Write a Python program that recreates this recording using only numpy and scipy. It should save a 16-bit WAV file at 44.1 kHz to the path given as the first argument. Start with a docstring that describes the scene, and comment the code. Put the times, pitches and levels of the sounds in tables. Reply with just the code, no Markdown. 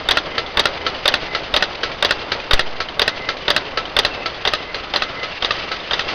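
"""A barbed wire machine clacks in a workshop, making about two barbs a second.
Every turn gives four steel blows (feed, cut, release, return) and a few light linkage ticks
over churning gears and sliding wire, which binds and scrapes once.
The microphone is close and dull; the hardest clacks overload it, and one jolts it into a thump.
After four seconds it draws back to the side, where the blows are weaker and the machine's bed drones."""
import sys
import numpy as np
from scipy import signal
from scipy.fft import rfft, irfft, next_fast_len
from scipy.io import wavfile

SR = 44100
rng = np.random.default_rng(int(sys.argv[2]) if len(sys.argv) > 2 else 0)


def wrap_up_sound(samples):
    """Save the sound to the file named by the first command line argument, as 16-bit audio."""
    columns = np.atleast_2d(samples).T
    # keep every value between -1 and 1, then stretch to whole-number steps
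    tamed = np.clip(columns, -1, 1)
    steps = np.round(tamed * 32767).astype(np.int16)
    wavfile.write(sys.argv[1], SR, steps)


N = 270774


def from_db(db):
    return 10 ** (np.asarray(db) / 20)


def unit_rms(x):
    return x / np.sqrt(np.mean(x ** 2, axis=-1, keepdims=True) + 1e-20)


def in_time(rows):
    """Each column of a time curve, at every sample."""
    time_s, *columns = np.transpose(rows)
    return [np.interp(np.arange(N) / SR, time_s, c) for c in columns]


def drift(rate_hz):
    """Slow random curve of unit RMS."""
    knots = rng.standard_normal(4096)
    return unit_rms(np.interp(np.arange(N) / SR * rate_hz, np.arange(len(knots)), knots))


def coloured(x, response):
    """Minimum-phase filter; response rows: (frequency [Hz], gain [dB])."""
    size = 2 * next_fast_len(x.shape[-1])
    hz, db = np.transpose(response)
    bins_hz = np.maximum(np.fft.rfftfreq(size, 1 / SR), 1)
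    cepstrum = irfft(np.log(from_db(np.interp(np.log(bins_hz), np.log(hz), db))))
    cepstrum[1:size // 2] *= 2
    cepstrum[size // 2 + 1:] = 0
    return irfft(rfft(x, size) * np.exp(rfft(cepstrum)))[..., :x.shape[-1]]


def resonance(x, hz, width_hz):
    """Two-pole band-pass, unit peak gain."""
    r = np.exp(-np.pi * max(width_hz, 10) / SR)
    gain = (1 - r * r) / 2
    return signal.lfilter([gain, 0, -gain], [1, -2 * r * np.cos(2 * np.pi * hz / SR), r * r], x)


def wavering_modes(x, modes, waver_db, waver_hz):
    """Resonances driven by x, each drifting in level."""
    return unit_rms(sum(from_db(db + waver_db * drift(waver_hz)) * unit_rms(resonance(x, hz, width_hz))
                        for hz, width_hz, db in modes))


def rattle(colour, contacts_per_s, spread_db, grain_db, flutter_db, flutter_hz):
    """Many small uneven contacts over the wash the workshop makes of them."""
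    sizes = from_db(spread_db * np.minimum(rng.exponential(1, N), 4)) * rng.choice([-1, 1], N)
    contacts = unit_rms(sizes * (rng.random(N) < contacts_per_s / SR))
    wash = rng.standard_normal(N) * from_db(flutter_db * drift(flutter_hz))
    return unit_rms(coloured(wash + from_db(grain_db) * contacts, colour))


def add(track, at_s, sound):
    start = max(round(at_s * SR), 0)
    track[start:start + len(sound)] += sound[:N - start]


def turn_starts(first_s=.0863, turn_s=.48403, slowing_s=.000214, count=13):
    """Feed times of the slightly slowing camshaft, plus a spare turn at each end."""
    k = np.arange(-1, count + 1)
    return first_s + turn_s * k + slowing_s * k * (k - 1) / 2


def in_turn(rows):
    """Each column of a one-turn pattern, repeated with the camshaft, at every sample."""
    starts_s = turn_starts()
    turns = np.interp(np.arange(N) / SR, starts_s, np.arange(len(starts_s)))
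    phase, *columns = np.transpose(rows)
    return [np.interp(turns % 1, phase, c) for c in columns]


# Microphone path: (time [s], distance [relative])
MIC_PATH = [(0, 1.026), (4.0, 1.033), (4.9, 1.67), (6.14, 1.98)]


def mic_distance(time_s):
    return np.interp(time_s, *np.transpose(MIC_PATH))


def side_share(time_s):
    """0 with the microphone over the head, 1 with it beside the machine."""
    return np.clip((mic_distance(time_s) - mic_distance(0)) / .33, 0, 1)


def motor(hz=47, width_hz=13, level_db=-53):
    """The motor hums in a low, narrow band."""
    band = resonance(rng.standard_normal(N), hz, width_hz)
    return from_db(level_db) * unit_rms(resonance(band, hz, width_hz))


# Bed resonances: (frequency [Hz], width [Hz], relative level [dB])
BED_MODES = [(602, 140, -1.5), (800, 110, -6), (1126, 97, -2), (1290, 99, 3), (1750, 300, 1)]


def bed(level_db=-38):
    """The running gear shakes the machine's bed, heard from the side."""
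    drone = wavering_modes(rng.standard_normal(N), BED_MODES, waver_db=4.5, waver_hz=10)
    return from_db(level_db) * side_share(np.arange(N) / SR) * drone


# Running levels before load and trim: (time [s], gears [dB], wire [dB])
RUNNING_LEVELS = [(0.0, -30.5, -33), (0.44, -31.5, -36.5), (0.8, -31, -33.5), (2.41, -31.5, -34),
                  (2.85, -34, -39.5), (3.25, -32.5, -35.5), (3.93, -31.5, -37), (4.16, -30.5, -34.5),
                  (4.29, -33.5, -35.5), (4.8, -34, -35.5), (5.45, -34.5, -33), (5.58, -31, -29.5),
                  (5.95, -35, -32.5), (6.14, -28, -29)]
# Load cycle from the feed blow on: (phase [turns], gears [dB], wire [dB], bearing [dB])
TURN_LOAD = [(0, 3, -6, -2), (.15, 1, .5, 2), (.3, 0, -1, 1), (.38, 1, 3.5, -9.5), (.48, -0.4, -1.5, 5.5),
             (.58, -0.3, 1, 6.5), (.75, 0.3, -1, -5), (.9, -1.5, -0.2, -12.5), (1, -0.5, 0, -13)]
# Gear spectrum: (frequency [Hz], gain [dB])
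GEAR_COLOUR = [(20, 3), (45, -2.5), (70, -1), (110, -3), (200, -4), (300, -1), (420, 1), (600, 2.5),
               (900, -1.5), (1300, -3), (1700, -7), (2400, -10.5), (5000, -24.5)]


def gears(trim_db=1.46):
    """Gears churn; their load swells and eases every turn."""
    running_db, _ = in_time(RUNNING_LEVELS)
    load_db, _, _ = in_turn(TURN_LOAD)
    churn = rattle(GEAR_COLOUR, contacts_per_s=300, spread_db=2, grain_db=-4,
                   flutter_db=1.27, flutter_hz=70)
    return from_db(trim_db + running_db + load_db) * churn


def bearing(base_db=-45.5, waver_db=4.5):
    """A bearing sings under load."""
    _, _, load_db = in_turn(TURN_LOAD)
    level_db = base_db + load_db + waver_db * drift(rate_hz=5.11)
    band = resonance(rng.standard_normal(N), hz=2045, width_hz=64)
    return from_db(level_db) * unit_rms(resonance(band, hz=2040, width_hz=98))


# Sliding wire spectrum: (frequency [Hz], gain [dB])
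WIRE_COLOUR = [(300, -23), (1500, -6), (2100, -1.5), (2450, -2), (2900, -4.5), (3500, -4.5), (4200, -6.5),
               (4600, -7), (5100, -6.5), (6000, -10.5)]
# Guide resonances: (frequency [Hz], width [Hz], relative level [dB])
GUIDE_MODES = [(1283, 33, -2), (2734, 55, 5), (2840, 70, -8), (2976, 45, 2.5), (3140, 85, 1.5),
               (3490, 90, -8), (4420, 83, -12)]


def wire(trim_db=2.5, guides_db=-12):
    """Pulled wire drags through the guides, ringing whichever it leans on."""
    _, running_db = in_time(RUNNING_LEVELS)
    _, load_db, _ = in_turn(TURN_LOAD)
    scrape = rattle(WIRE_COLOUR, contacts_per_s=1400, spread_db=-0.5, grain_db=-7.5,
                    flutter_db=3, flutter_hz=90)
    guides = wavering_modes(scrape, GUIDE_MODES, waver_db=3.8, waver_hz=12)
    return from_db(trim_db + running_db + load_db) * (scrape + from_db(guides_db) * guides)


# Binding scrape: (time [s], pitch [Hz], level [dB])
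BINDING_CURVE = [(4.06, 2754, -74), (4.11, 2720, -33), (4.18, 2600, -42), (4.24, 2570, -35),
                 (4.31, 2560, -70)]


def binding(half_width_hz=45):
    """Wire binds in a guide: uneven stick-slip, a rough band sagging in pitch."""
    hz, db = in_time(BINDING_CURVE)
    low_pass = signal.butter(2, half_width_hz, fs=SR, output="sos")
    roughness = signal.sosfilt(low_pass, rng.standard_normal((2, N)))
    phase = 2 * np.pi * np.cumsum(hz) / SR
    return from_db(db) * unit_rms(roughness[0] * np.cos(phase) + roughness[1] * np.sin(phase))


def mic_thump(at_s=2.535, step_db=-3.5, rise_s=.0021, recover_s=.059):
    """A jolt offsets the microphone; two coupling stages bleed the step away with one overswing."""
    age_s = np.maximum(np.arange(N) / SR - at_s, 0)
    step = -from_db(step_db) * (1 - np.exp(-age_s / rise_s))
    return step * (1 - age_s / recover_s) * np.exp(-age_s / recover_s)


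def cam_blows(after_s, jitter_s, lift_db, side_lift_db, ping_hz, side_ping_hz, ping_spread, ping_db,
              falloff, effort_share):
    """A cam trips one blow a turn: (time [s], gain [dB], treble lift [dB], ping [Hz], ping [dB])."""
    feeds_s = turn_starts()[1:-1]
    late, force, bright, pitch, ping = rng.standard_normal((len(feeds_s), 5)).T
    time_s = feeds_s + after_s + jitter_s * late
    # Strength follows gear effort and falls with distance.
    curve_s, gear_db, _ = np.transpose(RUNNING_LEVELS)
    effort_db = effort_share * (np.interp(time_s, curve_s, gear_db) - gear_db.mean())
    gain_db = effort_db + .17 * force - falloff * 20 * np.log10(mic_distance(time_s))
    side = side_share(time_s)
    treble_db = lift_db + side * (side_lift_db - lift_db) - .03 * bright
    hz = (ping_hz + side * (side_ping_hz - ping_hz)) * (1 + ping_spread * pitch)
    return np.transpose([time_s, gain_db, treble_db, hz, ping_db + 2.5 * ping])[time_s < N / SR]


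def clacks(blows, colour, modes, base_db, ring_db, ping_width_hz, rise_s, decay_s,
           bounce_s, bounce_db, room_db, room_s, repeat_share):
    """Steel on steel: a burst of dense frame modes, a rebound, part ringing, a ping, a workshop tail."""
    t = np.arange(SR // 4) / SR
    distance = mic_distance(blows[:, :1])
    # The same parts meet every turn, so some of the grain repeats.
    shared = np.sqrt(repeat_share) * rng.standard_normal(len(t))
    grain = shared + np.sqrt(1 - repeat_share) * rng.standard_normal((len(blows), len(t)))
    attack = 1 - np.exp(-(t / rise_s) ** 2)
    burst_s = decay_s * distance ** .44  # bed reflections lengthen the burst further off
    burst = attack * np.exp(-t / burst_s)
    bounce = from_db(bounce_db) * (t > bounce_s) * np.exp(-abs(t - bounce_s) / burst_s)
    frames = unit_rms(coloured(grain * np.hypot(burst, bounce), colour))
    swell = (1 - np.exp(-t / decay_s)) * np.exp(-t / room_s)
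    tails = distance * unit_rms(coloured(rng.standard_normal(grain.shape) * swell, colour))
    hz, width_hz, mode_db = np.transpose(modes)[..., None]
    mode_decays = width_hz * np.exp(-np.pi * width_hz * t)
    partials = np.sin(2 * np.pi * (hz * t + rng.random(hz.shape))) * mode_decays
    ping_envelope = attack * np.exp(-np.pi * ping_width_hz * t)
    high_pass = signal.butter(1, 2500, "high", fs=SR, output="sos")
    out = np.zeros(N)
    for (at_s, gain_db, lift_db, ping_hz, ping_db), frame, tail in zip(blows, frames, tails):
        mode_gains = from_db(mode_db + rng.normal(0, 2.27, hz.shape))  # each blow lands differently
        ringing = unit_rms(attack * np.sum(partials * mode_gains, axis=0))
        ping = unit_rms(ping_envelope * np.sin(2 * np.pi * (ping_hz * t + rng.random())))
        clack = unit_rms(frame + from_db(ring_db) * ringing + from_db(room_db) * tail)
        clack += (from_db(lift_db) - 1) * signal.sosfilt(high_pass, clack)  # squarer contact is brighter
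        add(out, at_s, from_db(base_db + gain_db) * (clack + from_db(ping_db) * ping))
    return out


# Linkage ticks: (delay after feed [s], jitter [s], base level [dB])
LINKAGE_TICKS = [(.0673, 0.0011, -36), (.168, .004, -41), (.377, .002, -36.5)]


def linkage():
    """Play in the linkage is taken up with light ticks at the same points of every turn."""
    out = np.zeros(N)
    for after_s, jitter_s, base_db in LINKAGE_TICKS:
        ticks = cam_blows(after_s, jitter_s, lift_db=-2.5, side_lift_db=-4, ping_hz=2990,
                          side_ping_hz=3370, ping_spread=.07, ping_db=-9, falloff=1, effort_share=.5)
        out += clacks(ticks, CUT_COLOUR, RETURN_MODES, base_db, ring_db=-6.5, ping_width_hz=70,
                      rise_s=.00097, decay_s=.008, bounce_s=.006, bounce_db=-12,
                      room_db=-.5, room_s=.037, repeat_share=.15)
    return out


# Frame spectrum under the lever: (frequency [Hz], gain [dB])
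RETURN_COLOUR = [(60, -1.5), (250, -14), (500, 4), (950, -6), (1400, -0.5), (2000, 1), (2350, -1),
                 (3000, -1), (4000, 0.5), (5000, -4.5), (6000, -4.5)]
# Lever modes: (frequency [Hz], width [Hz], relative level [dB])
RETURN_MODES = [(499, 71, -13.5), (783, 54, -7), (1103, 24, -3.5), (1336, 23, -0.5), (1490, 19, -21.5),
                (1606, 92, -4.5), (1920, 33, -14), (2037, 46, -3.5), (2084, 29, -4), (2230, 17, -19.5),
                (2447, 48, -19.5), (2760, 70, -18), (3000, 63, -7.5), (2924, 27, -6), (3176, 40, -4),
                (3860, 51, -8), (3634, 190, -13.5), (4147, 43, -8), (4470, 53, -14), (4570, 48, -3.5),
                (4520, 37, -22), (5110, 42, -10)]


def lever_return():
    """The feed lever falls back."""
    blows = cam_blows(after_s=.2933, jitter_s=.0002, lift_db=0, side_lift_db=-1, ping_hz=1332,
                      side_ping_hz=1300, ping_spread=.011, ping_db=-12, falloff=.6, effort_share=.6)
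    return clacks(blows, RETURN_COLOUR, RETURN_MODES, base_db=-25.5, ring_db=-6, ping_width_hz=18,
                  rise_s=.00097, decay_s=.016, bounce_s=.022, bounce_db=-15,
                  room_db=-14, room_s=.028, repeat_share=.37)


# Frame spectrum under the feed: (frequency [Hz], gain [dB])
FEED_COLOUR = [(60, -1.5), (200, -20.5), (550, 0), (950, -4), (1500, 1), (1950, -1.5), (2300, -6.5),
               (2900, -0.5), (3700, -5), (4500, -9), (6000, -9.5)]
# Feed modes: (frequency [Hz], width [Hz], relative level [dB])
FEED_MODES = [(342, 79, -11.5), (471, 42, -6.5), (583, 18.6, 1), (775, 44, -0.5), (934, 34, -6),
              (1087, 39, -5), (1161, 28, -2), (1476, 99, -4.5), (1918, 26, -5), (2020, 18, -15),
              (2330, 29, -25), (2640, 70, -9.5), (3130, 47, -22.5), (3150, 44, -12), (3370, 120, -12.5),
              (3636, 82, 4), (4180, 91, -6), (4440, 21, -11.5), (4550, 22, -15), (5010, 32, -16),
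              (4690, 57, -8.5), (5200, 57, -4.5)]


def feed():
    """The feed hits its stop."""
    blows = cam_blows(after_s=0, jitter_s=.0001, lift_db=-1.5, side_lift_db=-.5, ping_hz=3693,
                      side_ping_hz=3230, ping_spread=.025, ping_db=-10.5, falloff=.77, effort_share=.1)
    return clacks(blows, FEED_COLOUR, FEED_MODES, base_db=-22.5, ring_db=-2.5, ping_width_hz=93,
                  rise_s=.0014, decay_s=.0059, bounce_s=.02, bounce_db=-14,
                  room_db=-4, room_s=.045, repeat_share=.67)


# Frame spectrum under the cut: (frequency [Hz], gain [dB])
CUT_COLOUR = [(60, -16.5), (200, -11), (430, -4.5), (800, -0.5), (1300, -8.5), (1950, 2), (2300, -8),
              (2900, -6), (3600, 1), (4300, -4.5), (5000, -6.5), (6000, -5)]
# Knife modes: (frequency [Hz], width [Hz], relative level [dB])
CUT_MODES = [(407, 52, -1.5), (577, 32, 2), (810, 54, -5.5), (969, 8.2, -23), (1146, 95, -3),
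             (1270, 18, -3), (1420, 69, -10), (1513, 32, -8.5), (1903, 24, -6), (2004, 67, -6),
             (2130, 33, -19), (2520, 34, -7.5), (2794, 83, -5), (2840, 77, -15), (3000, 41, -14),
             (3263, 48, -1.5), (3273, 110, -3), (3402, 27, 2), (3486, 76, -6.5), (3797, 170, 0),
             (4034, 46, -15), (4600, 97, -7), (4674, 95, -0.5), (4900, 82, -7.5)]


def cut():
    """The knives cut the wire."""
    blows = cam_blows(after_s=.0232, jitter_s=.0001, lift_db=1.6, side_lift_db=1, ping_hz=3698,
                      side_ping_hz=3656, ping_spread=.04, ping_db=-9.5, falloff=.66, effort_share=.52)
    return clacks(blows, CUT_COLOUR, CUT_MODES, base_db=-21, ring_db=-5, ping_width_hz=77,
                  rise_s=.0011, decay_s=.0071, bounce_s=.008, bounce_db=-4,
                  room_db=-16.5, room_s=.028, repeat_share=.35)


# Frame spectrum under the release: (frequency [Hz], gain [dB])
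RELEASE_COLOUR = [(60, -9), (200, -12), (550, -4.5), (950, -9.5), (1350, -1.5), (1950, -3), (2300, -13),
                  (2750, -6), (3700, -0.5), (4600, -7.5), (6000, -7)]
# Knife arm modes: (frequency [Hz], width [Hz], relative level [dB])
RELEASE_MODES = [(357, 19, -9), (440, 12, -9.5), (593, 49, 3), (778, 62, -3.5), (940, 19, -10),
                 (1076, 36, -5.5), (1166, 36, -6.5), (1301, 23, -3), (1527, 45, -4.5), (1600, 20, -2.0),
                 (1845, 78, 3.5), (2028, 43, -8.5), (2600, 19, 0), (2660, 130, 3), (2810, 34, -3.5),
                 (3134, 26, -1), (3200, 63, -3.5), (3250, 70, -21.5), (3480, 31, -20.5), (3446, 69, -1),
                 (3900, 23, -13), (3800, 19, -3.5), (4040, 51, 4), (4420, 23, 0), (5060, 41, -4),
                 (5120, 78, -1.5)]


def release():
    """The knife arms spring open."""
    blows = cam_blows(after_s=.0845, jitter_s=.0003, lift_db=-2, side_lift_db=-.5, ping_hz=1436,
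                      side_ping_hz=1280, ping_spread=.042, ping_db=-12.5, falloff=.77, effort_share=.37)
    return clacks(blows, RELEASE_COLOUR, RELEASE_MODES, base_db=-20.5, ring_db=-4.5, ping_width_hz=40,
                  rise_s=.00045, decay_s=.0085, bounce_s=.013, bounce_db=-6.5,
                  room_db=-16, room_s=.12, repeat_share=.55)


# Microphone response: (frequency [Hz], gain [dB])
MIC_RESPONSE = [(20, 0.5), (4900, 0), (5200, -4.5), (5450, -13), (5900, -8.5), (6250, -13.5), (6650, -25),
                (7000, -34), (7500, -54), (10000, -84.5)]


def scene():
    """The machine through the dull microphone, plus the one jolt."""
    background = motor() + bed() + gears() + bearing() + wire() + binding()
    impacts = linkage() + lever_return() + feed() + cut() + release()
    return (coloured(background + impacts, MIC_RESPONSE) + mic_thump())[None]


def record(dry):
    """The loudest peaks clip with a splash of treble; the top is cut."""
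    ceiling, stopband_hz = .72, 17000
    low_pass = signal.cheby2(14, 70, stopband_hz, fs=SR, output="sos")
    return signal.sosfilt(low_pass, np.clip(dry, -ceiling, ceiling))


dry = scene()
out = record(dry)
wrap_up_sound(out)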